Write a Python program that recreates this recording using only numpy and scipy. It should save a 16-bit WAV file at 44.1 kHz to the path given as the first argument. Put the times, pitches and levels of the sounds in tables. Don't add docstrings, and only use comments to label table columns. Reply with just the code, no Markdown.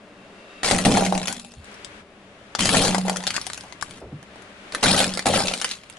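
import sys
import numpy as np
from scipy import signal
from scipy.fft import rfft, irfft
from scipy.io import wavfile
from scipy.ndimage import uniform_filter1d

SR = 44100
rng = np.random.default_rng(int(sys.argv[2]) if len(sys.argv) > 2 else 0)


def master(y):
    cut = np.clip(np.atleast_2d(y).T, -1, 1)
    pcm = np.round(cut * 32767)
    wavfile.write(sys.argv[1], SR, pcm.astype(np.int16))


N = 263718
TIME = np.arange(N) / SR
AGE = TIME[:4096]
CUTOFF_HZ = 11200

# time in seconds, murmur level in dB, tread hiss level in dB.
ROLLING = [(0, -48.5, -55.5), (.3, -47, -51.5), (.6, -47, -47.5), (1.35, -58, -64), (1.58, -53, -60),
           (1.68, -48.5, -44.5), (2.0, -48, -46), (2.04, -50, -56), (2.52, -49, -49.5), (3.5, -51, -47),
           (3.98, -48, -51), (4.02, -52, -55), (4.28, -48.5, -50.5), (4.38, -46.5, -46.5),
           (4.55, -49.5, -47.5), (4.75, -45, -43), (5.8, -54.5, -54.5), (5.98, -50.5, -48.5)]
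# time in seconds, level in dB.
RUMBLE = [(0, -71), (2.0, -57), (2.06, -61), (3.6, -54), (4.7, -64), (5.98, -59)]
# pitch in Hz, width in Hz, relative level in dB.
WHISTLES = [(1183, 14, -65), (2690, 49, -58), (3730, 23, -66), (4760, 29, -68)]
# time in seconds, gain in dB.
WHISTLING = [(0, -13), (.7, 7), (2.0, -13), (2.04, -26)]
# frequency in Hz, relative level in dB.
MURMUR_COLOUR = [(18, -5), (30, -17), (146, -4.5), (161, -11), (196, 7.5), (257, -3.5), (298, 2.5),
                 (355, -6), (382, 2.5), (514, -3.5), (582, 2), (864, -9), (1160, -8.5), (2690, -19),
                 (11000, -39.5), (14300, -81), (22000, -120)]
# frequency in Hz, relative level in dB.
HISS_COLOUR = [(300, -9), (900, 2), (1600, 5), (2800, 2), (5000, -9), (10500, -17), (14000, -57)]
# first touch in seconds, tread lifts off in seconds,
# debris and body resonances end at in seconds, relative level of loose debris in dB.
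TOYS = [(0.627, 1.325, 2.02, -7.5), (2.532, 3.504, 3.74, -8.5), (4.716, 5.717, 5.98, -14)]
# start in seconds,
# hold in seconds, fade in dB per second, then relative levels in dB of splintering, knocking under the tread
COLLAPSES = [(0.631, 0.08, 98, -21, -25.5, -37), (0.712, 0.013, 177, -41, -14.5, -25),
             (0.846, 0.039, 136, -26, -17, -19), (0.935, 0.044, 85, -25, -17, -34),
             (1.122, 0.035, 167, -50, -26, -34), (1.286, 0.012, 185, -31.5, -33.5, -41.5),
             (2.586, 0.13, 130, -23.5, -30.5, -30.5), (2.721, 0.14, 145, -21, -19, -27),
             (3.048, 0.052, 103, -38.5, -25.5, -57), (3.255, 0.033, 42, -41, -48, -50),
             (3.336, 0.026, 500, -29.5, -55, -58), (3.831, 0.16, 397, -48, -56, -51.5),
             (4.731, .025, 150, -39, -37, -45), (4.826, 0.091, 96, -18.5, -21.5, -26),
             (4.971, 0.033, 195, -19, -20.5, -38), (5.255, 0.017, 118, -23, -16, -27),
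             (5.33, 0.037, 110, -21, -19.5, -31), (5.475, .25, 226, -36.5, -53, -72)]
# start in seconds, relative level of the snap in dB,
# pitch of the shard in Hz, relative level of the knock in dB, left over right in dB.
CRACKS = [(0.632, -13, 1900, -24, 2), (0.6463, -10, 3150, -33, 6.5), (0.7108, -1.5, 2200, -10, 8),
          (0.7866, -7, 1970, -43, 7), (0.851, -2.5, 3500, -15.5, 2), (0.8564, -4.5, 1910, -12, 8),
          (0.9153, -10.5, 3400, -26, -4), (0.9212, -10, 5400, -24, -0.5), (0.9717, -7, 2600, -7.5, 5),
          (0.9784, -22, 2160, -11.5, 9), (1.0226, -23, 2450, -11, 8), (1.049, -15, 2690, -26, 1),
          (1.0635, -10.5, 2320, -19, 7), (1.1241, -18, 4000, -9, 8), (1.1519, -16.5, 2720, -19, 4.5),
          (1.1772, -12, 7900, -21, 13), (1.2158, -20, 3880, -27, 1.0), (1.2298, -17.5, 2610, -47, 3.0),
          (1.2724, -13.5, 6170, -33, 22), (1.281, -8.5, 5500, -25, 3), (1.3261, -14.5, 7900, -45, 13),
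          (1.3943, -32, 3800, -57, 11), (1.4474, -28.5, 3680, -39, 11), (1.5377, -34, 2670, -45, 26),
          (1.8467, -20.5, 3630, -56, 10), (2.5508, -11, 3600, -22, 6.5), (2.5919, -8.5, 2570, -26, 3),
          (2.6067, -7, 2900, -39, 10), (2.6556, -3, 3360, -18.5, 9), (2.6911, -3.5, 3200, -19, 7),
          (2.7445, -5, 1850, -13, 14), (2.7692, -0.5, 4400, -20, 5), (2.8509, -7.5, 4630, -21, 9),
          (2.8799, -7.5, 8000, -18, 11), (2.9464, -5.5, 2110, -11, 10), (2.9816, -12.5, 4170, -16.5, 3.5),
          (3.082, -12, 2060, -18, 12), (3.0963, -9.5, 4640, -15, 2), (3.1602, -15, 1870, -39, 7.0),
          (3.1688, -12.5, 6250, -31, 6), (3.2046, -24, 1970, -37, 3.0), (3.238, -18.5, 1950, -35, 3),
          (3.268, -8, 4370, -32, 7), (3.275, -7, 4600, -27.5, 3), (3.3053, -11, 4700, -38, 3.5),
          (3.3641, -7.5, 4720, -45, 7), (3.467, -14, 5180, -32.5, 13), (3.4999, -19.5, 2120, -40, 2),
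          (3.5759, -21.5, 2600, -42.5, 6), (3.724, -24, 2070, -40, 9), (3.8122, -21, 3730, -49, 18),
          (3.8243, -15, 7300, -42, 9), (3.909, -26.5, 2340, -56, 8), (4.2279, -32, 1830, -45, -1),
          (4.358, -38, 2200, -38.5, -5), (4.4209, -33, 2040, -47, 8), (4.7227, -22.5, 2380, -44, 2),
          (4.7483, -10, 1930, -36, 1), (4.8304, -5.5, 2690, -24, 1.0), (4.8384, -3.5, 2020, -13.5, -3),
          (5.003, -5, 3770, -14, -2), (5.0424, -7, 2640, -46, -1), (5.1735, -12.5, 2200, -24, 1),
          (5.1924, -11.5, 2350, -35, 1), (5.2574, -14, 1900, -17, 2), (5.2676, -5.5, 2380, -13.5, -3),
          (5.4038, -13, 2420, -17, -4), (5.4714, -13, 4620, -32, -3), (5.4829, -8, 3700, -32, 5),
          (5.513, -19, 2780, -24.5, -2), (5.5373, -10, 3010, -31, 3.0), (5.6144, -11.5, 3930, -54, 5),
          (5.6204, -16, 3180, -41, 3.0), (5.6448, -6, 3080, -47, 1), (5.7124, -13, 4420, -52, 0),
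          (5.899, -26.5, 9500, -50, -8)]
# frequency in Hz, relative level in dB.
PLASTIC_COLOUR = [(200, -62), (800, -1), (1300, -5.5), (2200, -3.5), (4200, -0.5), (6500, -1.5),
                  (10500, -4), (14000, -39.5)]
# frequency in Hz, relative level in dB.
KNOCK_COLOUR = [(100, -6.5), (300, 2), (480, 2), (800, 8), (1150, 4.5), (2500, -14.5), (8000, -66)]
# frequency in Hz, width in Hz, lift in dB.
TURTLE_BODY = [(799.4, 13, 7), (1380, 97, 4), (1900, 150, 2.5), (2120, 62, 0), (2490, 37, 3.5),
               (4830, 730, -1)]
BIRD_BODY = [(850, 76, 1.6), (1330, 330, 3.7), (1990, 140, 0.68), (3150, 180, 2.2), (4140, 52, 1.4),
             (4700, 150, 1.8)]
PHONE_BODY = [(523, 110, 5.8), (794, 20, 1.7), (1330, 410, 2.9), (2070, 31, 5.3), (2370, 210, 1.9),
              (2930, 35, 2.6), (3900, 1300, 2.1)]
# frequency in Hz, relative level in dB.
THUD_COLOUR = [(15, 2), (35, -14.5), (90, -0.5), (150, 1), (250, 4.5), (340, -3), (480, -7), (1200, -21),
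               (4000, -81)]
# fullest at in seconds, swell in seconds,
# hold in seconds, relative level in dB, share of the beating twin mode (ratio).
CAVITY = [(0.75, 0.027, .005, -25.5, 0.42), (0.882, .03, 0.25, -25.5, 0.61),
          (2.636, 0.022, 0.27, -30, 0.31), (2.914, .04, 0.16, -25.5, 0.23),
          (4.888, 0.064, 0.0091, -24, 0.27), (5.076, 0.057, 0.009, -31.5, 0.091),
          (5.308, 0.046, 0.11, -33.5, 0.48)]
# start in seconds, pitch in Hz,
# width in Hz, relative level in dB, time to fall 60 dB in seconds.
BUMPS_AND_RINGS = [(1.285, 238, 2.3, -36, 0.83), (1.569, 75, 24, -31, 0.19), (3.635, 695, 320, -40, 0.19),
                   (4.014, 380, 200, -35, 0.34), (4.02, 60, 66, -39.5, 0.64),
                   (4.119, 268, 70, -29.5, 0.091), (4.123, 138, 36, -27, 0.21)]
# start in seconds, relative level in dB.
SHELL_BLOWS = [(2.55, -30), (3.3797, -32), (3.5017, -42), (3.8258, -29.5), (4.748, -36)]
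# pitch in Hz, relative level in dB, time to fall 60 dB in seconds.
SHELL_MODES = [(1174, 12.5, 0.026), (1320, -22, 0.036), (1500, 14, 0.017), (1720, 7, 0.02)]

SPLINTER_ATTACK_S, KNOCK_ATTACK_S, THUD_ATTACK_S = 0.0028, 0.0027, 0.0076
KNOCK_FADE_SHARE, THUD_FADE_SHARE = 0.96, 0.82
RUN_ON_GAP_S, RUN_ON_LOSS_DB = .003, 3
CAVITY_HZ, CAVITY_SPLIT_HZ = 186.4, 14.17
CAVITY_FADE_DB_PER_S = 89.5
CRUMBS_DB = -38
TICKS_PER_S, TICK_SPREAD_DB, TICK_FADE_DB_PER_S = 24, 4.5, 45.5


def from_db(db):
    return 10 ** (np.asarray(db) / 20)


def rms_one(x):
    return x / np.sqrt(np.mean(x ** 2) + 1e-20)


def energy_one(x):
    return rms_one(x) / np.sqrt(x.shape[-1])


def gains(rows):
    s, *columns = np.transpose(rows)
    return np.array([from_db(np.interp(TIME, s, c, left=-120, right=-120)) for c in columns])


def pan(db):
    return energy_one(from_db([[db / 2], [-db / 2]]))


def add(out, s, sound):
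    at = int(s * SR)
    out[..., at:at + sound.shape[-1]] += sound[..., :N - at]


def through(x, response):
    return signal.oaconvolve(np.atleast_2d(x), np.atleast_2d(response), axes=-1)[:, :x.shape[-1]]


def filter_of(spectrum):
    hz, db = np.transpose(spectrum)
    size = len(AGE)
    log_hz = np.log(np.fft.rfftfreq(size, 1 / SR) + 1)
    cepstrum = irfft(np.log(from_db(np.interp(log_hz, np.log(hz), db))))
    return energy_one(irfft(np.exp(rfft(2 * cepstrum[:size // 2], size))))


def ring(x, hz, t60):
    r = from_db(-60 / (t60 * SR))
    w = 2 * np.pi * hz / SR
    return signal.lfilter([0, np.sin(w)], [1, -2 * r * np.cos(w), r * r], x + 1e-18)


def resonance(x, hz, width_hz):
    r = np.exp(-np.pi * width_hz / SR)
    zeros = (1 - r * r) / 2 * np.array([1, 0, -1])
    poles = [1, -2 * r * np.cos(2 * np.pi * hz / SR), r * r]
    return signal.lfilter(zeros, poles, x + 1e-18)


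def levelled(x, window_s):
    power = uniform_filter1d(x ** 2, max(int(window_s * SR), 2))
    return x / np.sqrt(np.abs(power) + np.mean(x ** 2) / 20)


def envelope(s, attack_s, hold_s, fade_db_per_s):
    age = np.maximum(TIME - s, 0)
    return (1 - np.exp(-age / attack_s)) * from_db(-fade_db_per_s * np.maximum(age - hold_s, 0))


def wide_noise(spectrum, side_db):
    mid, side = rng.standard_normal((2, N))
    return rms_one(through(mid + from_db(side_db) * side * [[1], [-1]], filter_of(spectrum)))


def random_clicks(per_s, spread_db):
    sizes = from_db(spread_db * np.minimum(rng.exponential(1, N), 4)) * rng.choice([-1, 1], N)
    return levelled(sizes * (rng.random(N) < per_s / SR), window_s=.025)


def under_car(x, scatter_db, scatter_s, tail_db, tail_s):
    scatter = energy_one(rng.standard_normal((2, len(AGE))) * np.exp(-AGE / scatter_s))
    tail = energy_one(rng.standard_normal((2, len(AGE))) * np.exp(-AGE / tail_s))
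    paths = from_db(scatter_db) * scatter + from_db(tail_db) * tail
    paths[[0, 1], [0, rng.integers(0, 4)]] += 1
    return through(x, paths)


def snap(hz, colour, ring_db, tear_s=0.00083, rise_s=0.00041, tear_db=2.5, cycles=26):
    tear_shape = (1 - np.exp(-AGE / rise_s)) * np.exp(-AGE / tear_s)
    tear = energy_one(rng.standard_normal(len(AGE)) * tear_shape)
    step = 1. * (np.arange(len(AGE)) == int(rise_s * SR))
    ratios = np.array([1, rng.uniform(0.418, 0.932), rng.uniform(1.125, 2.17)])
    pitches = np.minimum(hz * ratios, CUTOFF_HZ)
    shard = sum(g * energy_one(ring(step, f, cycles / f)) for f, g in zip(pitches, (1, .5, .5)))
    burst = energy_one(through(step + from_db(tear_db) * tear, colour)) + from_db(ring_db) * shard
    return energy_one(under_car(burst, scatter_db=-6.5, scatter_s=0.0055, tail_db=-5.5, tail_s=0.016))


def knock(colour, low_hz=470, high_hz=900, cycles=7):
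    hz = rng.uniform(low_hz, high_hz)
    note = ring(1. * (AGE == 0), hz, cycles / hz)
    heard = under_car(note, scatter_db=-6, scatter_s=0.018, tail_db=-9.5, tail_s=0.02)
    return energy_one(through(heard, colour))


def crunch(clicks, responses, run_s):
    changes = np.cumsum(rng.random(N) < 1 / (run_s * SR))
    dealt = rng.integers(0, len(responses), N)[changes]
    out = np.zeros((2, N))
    for at in np.flatnonzero(clicks):
        add(out, at / SR, clicks[at] * responses[dealt[at]])
    return out


def car():
    murmur_level, hiss_level = gains(ROLLING)
    murmur = murmur_level * wide_noise(MURMUR_COLOUR, side_db=-18) * pan(db=1.5)
    hiss = hiss_level * wide_noise(HISS_COLOUR, side_db=1) * pan(db=5.0)
    rumble_colour = [(15, -18), (50, 3), (90, 4.5), (160, 2.5), (600, -53)]   # Hz, relative dB
    rumble = gains(RUMBLE) * wide_noise(rumble_colour, side_db=-45)
    whistles = sum(from_db(db) * rms_one(resonance(rng.standard_normal(N), hz, width))
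                   for hz, width, db in WHISTLES)
    return murmur + hiss + rumble + gains(WHISTLING) * whistles * pan(db=0.0)


def looseness():
    return sum(from_db(db) * envelope(touch, 0.17, lift - touch, TICK_FADE_DB_PER_S) * (TIME < end)
               for touch, lift, end, db in TOYS)


def loose_pieces(level):
    plastic = filter_of(PLASTIC_COLOUR)
    clicks = (rng.random(N) < TICKS_PER_S / SR) * from_db(TICK_SPREAD_DB * rng.standard_normal(N))
    shards = [snap(hz, plastic, ring_db=2.0) for hz in np.geomspace(2500, 9000, num=12)]
    return crunch(level * clicks, shards, run_s=.02) * pan(db=2.5)


def collapsing():
    power = np.zeros((3, N))
    for s, hold_s, fade, splinter_db, knock_db, thud_db in COLLAPSES:
        power[0] += (from_db(splinter_db) * envelope(s, SPLINTER_ATTACK_S, hold_s, fade)) ** 2
        power[1] += (from_db(knock_db) * envelope(s, KNOCK_ATTACK_S, hold_s, fade * KNOCK_FADE_SHARE)) ** 2
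        power[2] += (from_db(thud_db) * envelope(s, THUD_ATTACK_S, hold_s, fade * THUD_FADE_SHARE)) ** 2
    return np.sqrt(power)


def splintering(level, knock_level):
    plastic, muffled = filter_of(PLASTIC_COLOUR), filter_of(KNOCK_COLOUR)
    shards = [snap(hz, plastic, ring_db=-5.0) for hz in np.geomspace(1400, 7500, num=32)]
    snaps = crunch(random_clicks(per_s=340, spread_db=1.5), shards, run_s=.014)
    crumbs = crunch(random_clicks(per_s=870, spread_db=0.0), shards, run_s=.025)
    pressed = [knock(muffled) for _ in range(16)]
    knocks = crunch(random_clicks(per_s=240, spread_db=2), pressed, run_s=.006)
    bright = from_db(1.08) * level * (snaps + from_db(-3.5) * crumbs) * pan(db=3.5)
    return bright + from_db(-3.5) * knock_level * knocks * pan(db=2.5)


def run_on(crack, count=2):
    out, s = crack.copy(), 0
    for k in range(count):
        s += RUN_ON_GAP_S * rng.uniform(.5, 1.5)
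        later = np.pad(crack, ((0, 0), (int(s * SR), 0)))[:, :len(AGE)]
        out += from_db(-RUN_ON_LOSS_DB * (k + 3)) * later
    return out


def cracks_and_ticks(snap_db=16.0, reach=3, knock_db=22.0):
    out = np.zeros((2, N))
    plastic, muffled = filter_of(PLASTIC_COLOUR), filter_of(KNOCK_COLOUR)
    for s, bright_db, hz, dull_db, side_db in CRACKS:
        softness = np.exp(-2 * np.pi * reach * hz / SR)
        softened = signal.lfilter([1], [1, -softness], snap(hz, plastic, ring_db=-6.0))
        crack = energy_one(run_on(softened))
        add(out, s, from_db(bright_db + snap_db) * crack * pan(side_db))
        thump = knock(muffled, low_hz=595, high_hz=830, cycles=4.3)
        add(out, s, from_db(dull_db + knock_db) * thump * pan(db=1.5))
    return out


def toy_bodies(breaks):
    out = breaks.copy()
    for (touch, _, end, _), body in zip(TOYS, (TURTLE_BODY, BIRD_BODY, PHONE_BODY)):
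        inside = breaks * (TIME > touch) * (TIME < end)
        out += sum((from_db(lift_db) - 1) * resonance(inside, hz, width) for hz, width, lift_db in body)
    return out


def tyre(thud_level):
    jolts = through(random_clicks(per_s=260, spread_db=0.5), filter_of(THUD_COLOUR))
    thud = jolts + from_db(-16.5) * wide_noise(THUD_COLOUR, side_db=11)
    return from_db(3.0) * thud_level * thud + cavity_hum()


def cavity_hum(wander=0.0137):
    power = np.zeros(N)
    for s, swell_s, hold_s, db, twin in CAVITY:
        swell = np.clip(1 + (TIME - s) / swell_s, 0, 1)
        fade = from_db(db - CAVITY_FADE_DB_PER_S * np.maximum(TIME - s - hold_s, 0))
        beat = 1 + twin * np.cos(2 * np.pi * CAVITY_SPLIT_HZ * (TIME - s))
        power += (swell * fade * beat) ** 2
    phase = 2 * np.pi * CAVITY_HZ * TIME + wander * np.cumsum(rng.standard_normal(N))
    return np.sqrt(2 * power) * np.sin(phase + [[.15], [-.15]]) * pan(db=-2.0)


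def bumps_and_rings():
    out = np.zeros((2, N))
    for s, hz, width, db, t60 in BUMPS_AND_RINGS:
        narrow = resonance(resonance(rng.standard_normal(N), hz, width), hz, 3 * width)
        shudder = levelled(narrow, window_s=0.026)
        add(out, s, shudder * (1 - np.exp(-TIME * hz)) * from_db(db - 60 * TIME / t60))
    return out


def hollow_shell():
    out = np.zeros((2, N))
    for s, db in SHELL_BLOWS:
        clack = sum(from_db(db + mode_db) * rng.choice([-1, 1]) * ring(1. * (AGE == 0), hz, t60)
                    for hz, mode_db, t60 in SHELL_MODES)
        add(out, s, under_car(clack, scatter_db=-12, scatter_s=0.0065, tail_db=-17, tail_s=.02))
    return out * pan(db=12)


def scene():
    splinters, knocks, thuds = collapsing()
    loose = looseness()
    crumbling = splintering(np.hypot(splinters, from_db(CRUMBS_DB) * loose), knocks)
    plastic = from_db(-2.45) * toy_bodies(crumbling + cracks_and_ticks() + loose_pieces(loose))
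    return plastic + hollow_shell() + tyre(thuds) + car() + bumps_and_rings()


def record(dry):
    rounded = .66 * np.tanh(dry / .66)
    top_cut = signal.ellip(10, .2, 80, CUTOFF_HZ, fs=SR, output="sos")
    return signal.sosfilt(top_cut, rounded)


dry = scene()
out = record(dry)
master(out)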